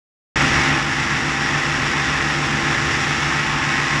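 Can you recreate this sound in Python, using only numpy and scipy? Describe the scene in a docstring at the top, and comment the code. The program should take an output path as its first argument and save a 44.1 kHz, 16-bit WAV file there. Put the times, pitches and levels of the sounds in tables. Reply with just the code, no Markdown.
"""A tubular centrifuge runs at full speed in a workshop, heard from close by; the sound cuts in abruptly.
Spindle and belt hum as steady sines, and the motor's hum beats against the belt as a throb.
The bearings roar and rattle as noise and knocks through a ringing steel housing, and whine with the frame
as wavering sines. Low filtered noise rumbles underneath, and two faint whistles surface late."""
import sys
import numpy as np
from scipy import signal
from scipy.fft import rfft, irfft
from scipy.io import wavfile

SR = 44100
rng = np.random.default_rng(int(sys.argv[2]) if len(sys.argv) > 2 else 0)


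def wav_record(signal):
    """Record a signal, one row per channel, as 16-bit PCM in the file named by sys.argv[1]."""
    frames = np.transpose(np.atleast_2d(signal))
    bounded = np.clip(frames, -1, 1)
    # unit amplitude maps onto the largest positive 16-bit level
    quanta = np.round(bounded * 32767).astype(np.int16)
    wavfile.write(sys.argv[1], SR, quanta)


N = 176400  # 4 s

SPINDLE_HZ, BELT_HZ, MOTOR_HUM_HZ = 264.97, 71.0, 149.1
IN_STEP_S = 2.55  # a moment at which all tones are in step, apart from their drift


def amp(db):
    """Decibels to gain."""
    return 10 ** (np.asarray(db) / 20)


def unit(x):
    """Scales to an rms of 1."""
    return x / np.sqrt(np.mean(x ** 2) + 1e-20)


def seconds():
    """The time of each sample."""
    return np.arange(N) / SR


def bins():
    """The frequency of each bin of a full-length spectrum."""
    return np.fft.rfftfreq(N, 1 / SR)


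def wander(rate_hz):
    """Smooth random movement of rms 1, mostly below the given rate."""
    lowpass = 1 / (1 + (bins() / rate_hz) ** 4)
    return unit(irfft(rfft(rng.standard_normal(N)) * lowpass, N))


def colour(x, points):
    """Minimum-phase filter with the given (f/Hz, level/dB) shape; the result has rms 1."""
    hz, db = np.transpose(points)
    all_hz = abs(np.fft.fftfreq(N, 1 / SR))
    shape_db = np.interp(np.log(all_hz + 1), np.log(hz), db)
    # the Hilbert transform of the log gain gives the phase
    response = np.exp(np.conj(signal.hilbert(np.log(amp(shape_db)))))
    return unit(irfft(rfft(x) * response[:N // 2 + 1], N))


def tone(hz, db, waver, drift, rate_hz):
    """A sine that wavers in level (share of level) and drifts in phase (radians)."""
    angle = 2 * np.pi * hz * (seconds() - IN_STEP_S) + drift * wander(rate_hz)
    level = np.sqrt(2) * amp(db) * (1 + waver * wander(rate_hz))
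    return level * np.cos(angle)


def drive():
    """Spindle and belt tones with their multiples, and the sum tones where they shake each other."""
    # tones of the drive: [multiple of the spindle rate, multiple of the belt rate]
    orders = [(0, 1), (0, 3), (1, 0), (1, 1), (0, 6), (1, 3), (1, 5), (2, 3), (3, 0), (2, 5), (2, 7),
              (2, 10), (5, 0), (6, 0), (0, 24)]
    # their levels in the same order, ahead of the band curves: [level/dB]
    levels = [-41.5, -46.5, -36, -37.5, -47.5, -50, -53.5, -49, -37.5, -47.5, -62, -46, -45.5, -48, -42]
    hum = 0
    for (spindle, belt), db in zip(orders, levels):
        hz = spindle * SPINDLE_HZ + belt * BELT_HZ
        hum = hum + tone(hz, db, waver=0.085, drift=0.29, rate_hz=3.6)
    return hum


def throb():
    """The motor's hum beats seven times a second against the belt's second harmonic."""
    # level curve of the throb: [t/s, level/dB]
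    throb_level = [(.36, 2.5), (.72, 2.5), (.9, -0.8), (1.9, 1.2), (2.6, 1.5), (4, -0.3)]
    settings = dict(waver=0.068, drift=0.11, rate_hz=2.7)
    belt = tone(2 * BELT_HZ, -33, **settings)
    motor = tone(MOTOR_HUM_HZ, -34.5, **settings)
    return amp(np.interp(seconds(), *np.transpose(throb_level))) * (belt + motor)


def housing(x):
    """Dense steel modes, made as decaying noise, ring on after the direct sound."""
    # sound of the bearings through the housing: [f/Hz, level per Hz/dB]
    roar = [(300, -30), (600, -19.5), (740, -12.5), (900, -6.5), (1150, -5.5), (1330, -2.5), (1500, -6),
            (1690, -0.5), (1950, -1), (2150, -5.5), (2300, -7), (2600, -7), (2900, -10), (3130, -13),
            (3550, -11.5), (3800, -15), (4250, -20), (4650, -18), (5250, -15), (5650, -13.5), (6050, -20.5),
            (7000, -21), (7850, -25), (8250, -35.5), (8650, -35), (9050, -31.5), (10000, -38.5),
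            (11200, -42.5), (12700, -54.5), (15000, -64)]
    t60_s, ring_share = 0.26, 0.068  # decay by 60 dB, share of the power
    ring = rng.standard_normal(N) * amp(-60 * seconds() / t60_s)
    rung = irfft(rfft(x) * rfft(ring / np.linalg.norm(ring)), N)
    return colour(np.sqrt(1 - ring_share) * x + np.sqrt(ring_share) * rung, roar)


def bearings():
    """Rough rolling noise and a rattle of small knocks drive the housing."""
    roll_db, rattle_db = -22.5, -27
    knocks_per_s, knock_spread_db = 1000, 2.8
    rolling = unit(rng.standard_normal(N) * amp(-1 * wander(rate_hz=300)))  # 1 dB rms of roughness
    size_db = knock_spread_db * np.minimum(rng.exponential(1, N), 3)
    sizes = amp(size_db) * rng.choice([-1, 1], N)
    knocks = unit(sizes * (rng.random(N) < knocks_per_s / SR))
    force = amp(roll_db) * rolling + amp(rattle_db) * knocks
    swell = amp(0.33 * wander(rate_hz=9.3))  # 0.33 dB rms
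    return np.std(force) * housing(force) * swell


def whines():
    """Less steady tones of bearings and frame; the higher, the more they drift."""
    # tones of bearings and frame, ahead of the band curves: [f/Hz, level/dB]
    whine_tones = [(58.2, -49), (83.2, -49.5), (116.4, -47), (120.7, -45.5), (216.5, -43), (234, -53),
                   (433.3, -52.5), (510, -58), (550, -53.5), (1080, -44.5), (1714, -45), (1803, -46),
                   (1937, -49), (1986, -53), (2118, -58), (2209, -38.5), (2550, -44.5), (2633, -50),
                   (2950, -51), (3546, -50), (4918, -56), (5598, -53), (5685, -55), (7010, -63),
                   (8910, -72)]
    waver, drift_at_1khz = 0.47, 0.83  # share of level, radians
    return sum(tone(hz, db, waver, drift_at_1khz * hz / 1000, rate_hz=5.1) for hz, db in whine_tones)


def rumble():
    """The frame shakes at random: noise shaped towards the bass."""
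    # low rumble of the frame: [f/Hz, level per Hz/dB]
    frame_shape = [(12, -15), (30, -6), (48, -4.5), (65, 2.5), (92, 1), (130, 4), (190, 1.5), (240, 3),
                   (330, 2.5), (385, -2.5), (520, -5.5), (720, -7.5), (1200, -39), (4000, -68.5)]
    return amp(-31) * colour(rng.standard_normal(N), frame_shape)


def whistles():
    """Two thin tones fade in late above the roar; the first fades out again."""
    # faint whistles: [f/Hz, start t/s, end t/s, level/dB ahead of the band curves]
    whistle_tones = [(884, 3.1, 3.68, -39.5), (1078, 3.3, 4.1, -37)]
    t, fade_s = seconds(), .1
    total = 0
    for hz, start, end, db in whistle_tones:
        fade = np.clip(np.minimum(t - start, end - t) / fade_s, 0, 1)
        total = total + fade * tone(hz, db, waver=.2, drift=.5, rate_hz=4)
    return total


def scene():
    """The machine with bass, middle and treble on their own level curves, plus the throb."""
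    # loudness at the microphone: [t/s, bass level/dB, middle level/dB, treble level/dB]
    band_levels = [(.36, 4.5, 3, 3), (.41, 5, 4, 4), (.52, 5, 2, 2), (.62, 5, 3, 3.5), (.73, 5, 3, 0),
                   (.83, -0.5, -0.5, -1), (1.05, -0.7, -0.5, -0.1), (1.3, .3, -0.2, -1),
                   (1.8, 0.6, 0.2, -0.5), (2.3, 0.5, -.2, -0.4), (2.7, 1.5, 0.4, 0), (3.1, 1.1, -0.1, 1),
                   (3.45, -0.5, .1, -1), (4, 0.7, 0.2, -0.2)]
    spectrum = rfft(bearings() + rumble() + drive() + whines() + whistles())
    bass = 1 / (1 + (bins() / 650) ** 4)  # band edges in Hz
    treble = 1 - 1 / (1 + (bins() / 3150) ** 4)
    middle = 1 - bass - treble
    times, *curves = np.transpose(band_levels)
    machine = 0
    for band, db in zip([bass, middle, treble], curves):
        machine = machine + irfft(spectrum * band, N) * amp(np.interp(seconds(), times, db))
    return (machine + throb())[None]


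def record(dry):
    """The sound cuts in from silence; then a steep low-pass limits the band."""
    start_s, rise_s, cutoff_hz = .357, .002, 15100
    opened = dry * np.clip((seconds() - start_s) / rise_s, 0, 1)
    lowpass = signal.firwin(511, cutoff_hz, window=("kaiser", 9), fs=SR)
    return signal.oaconvolve(opened, lowpass[None], "same")


dry = scene()
out = record(dry)
wav_record(out)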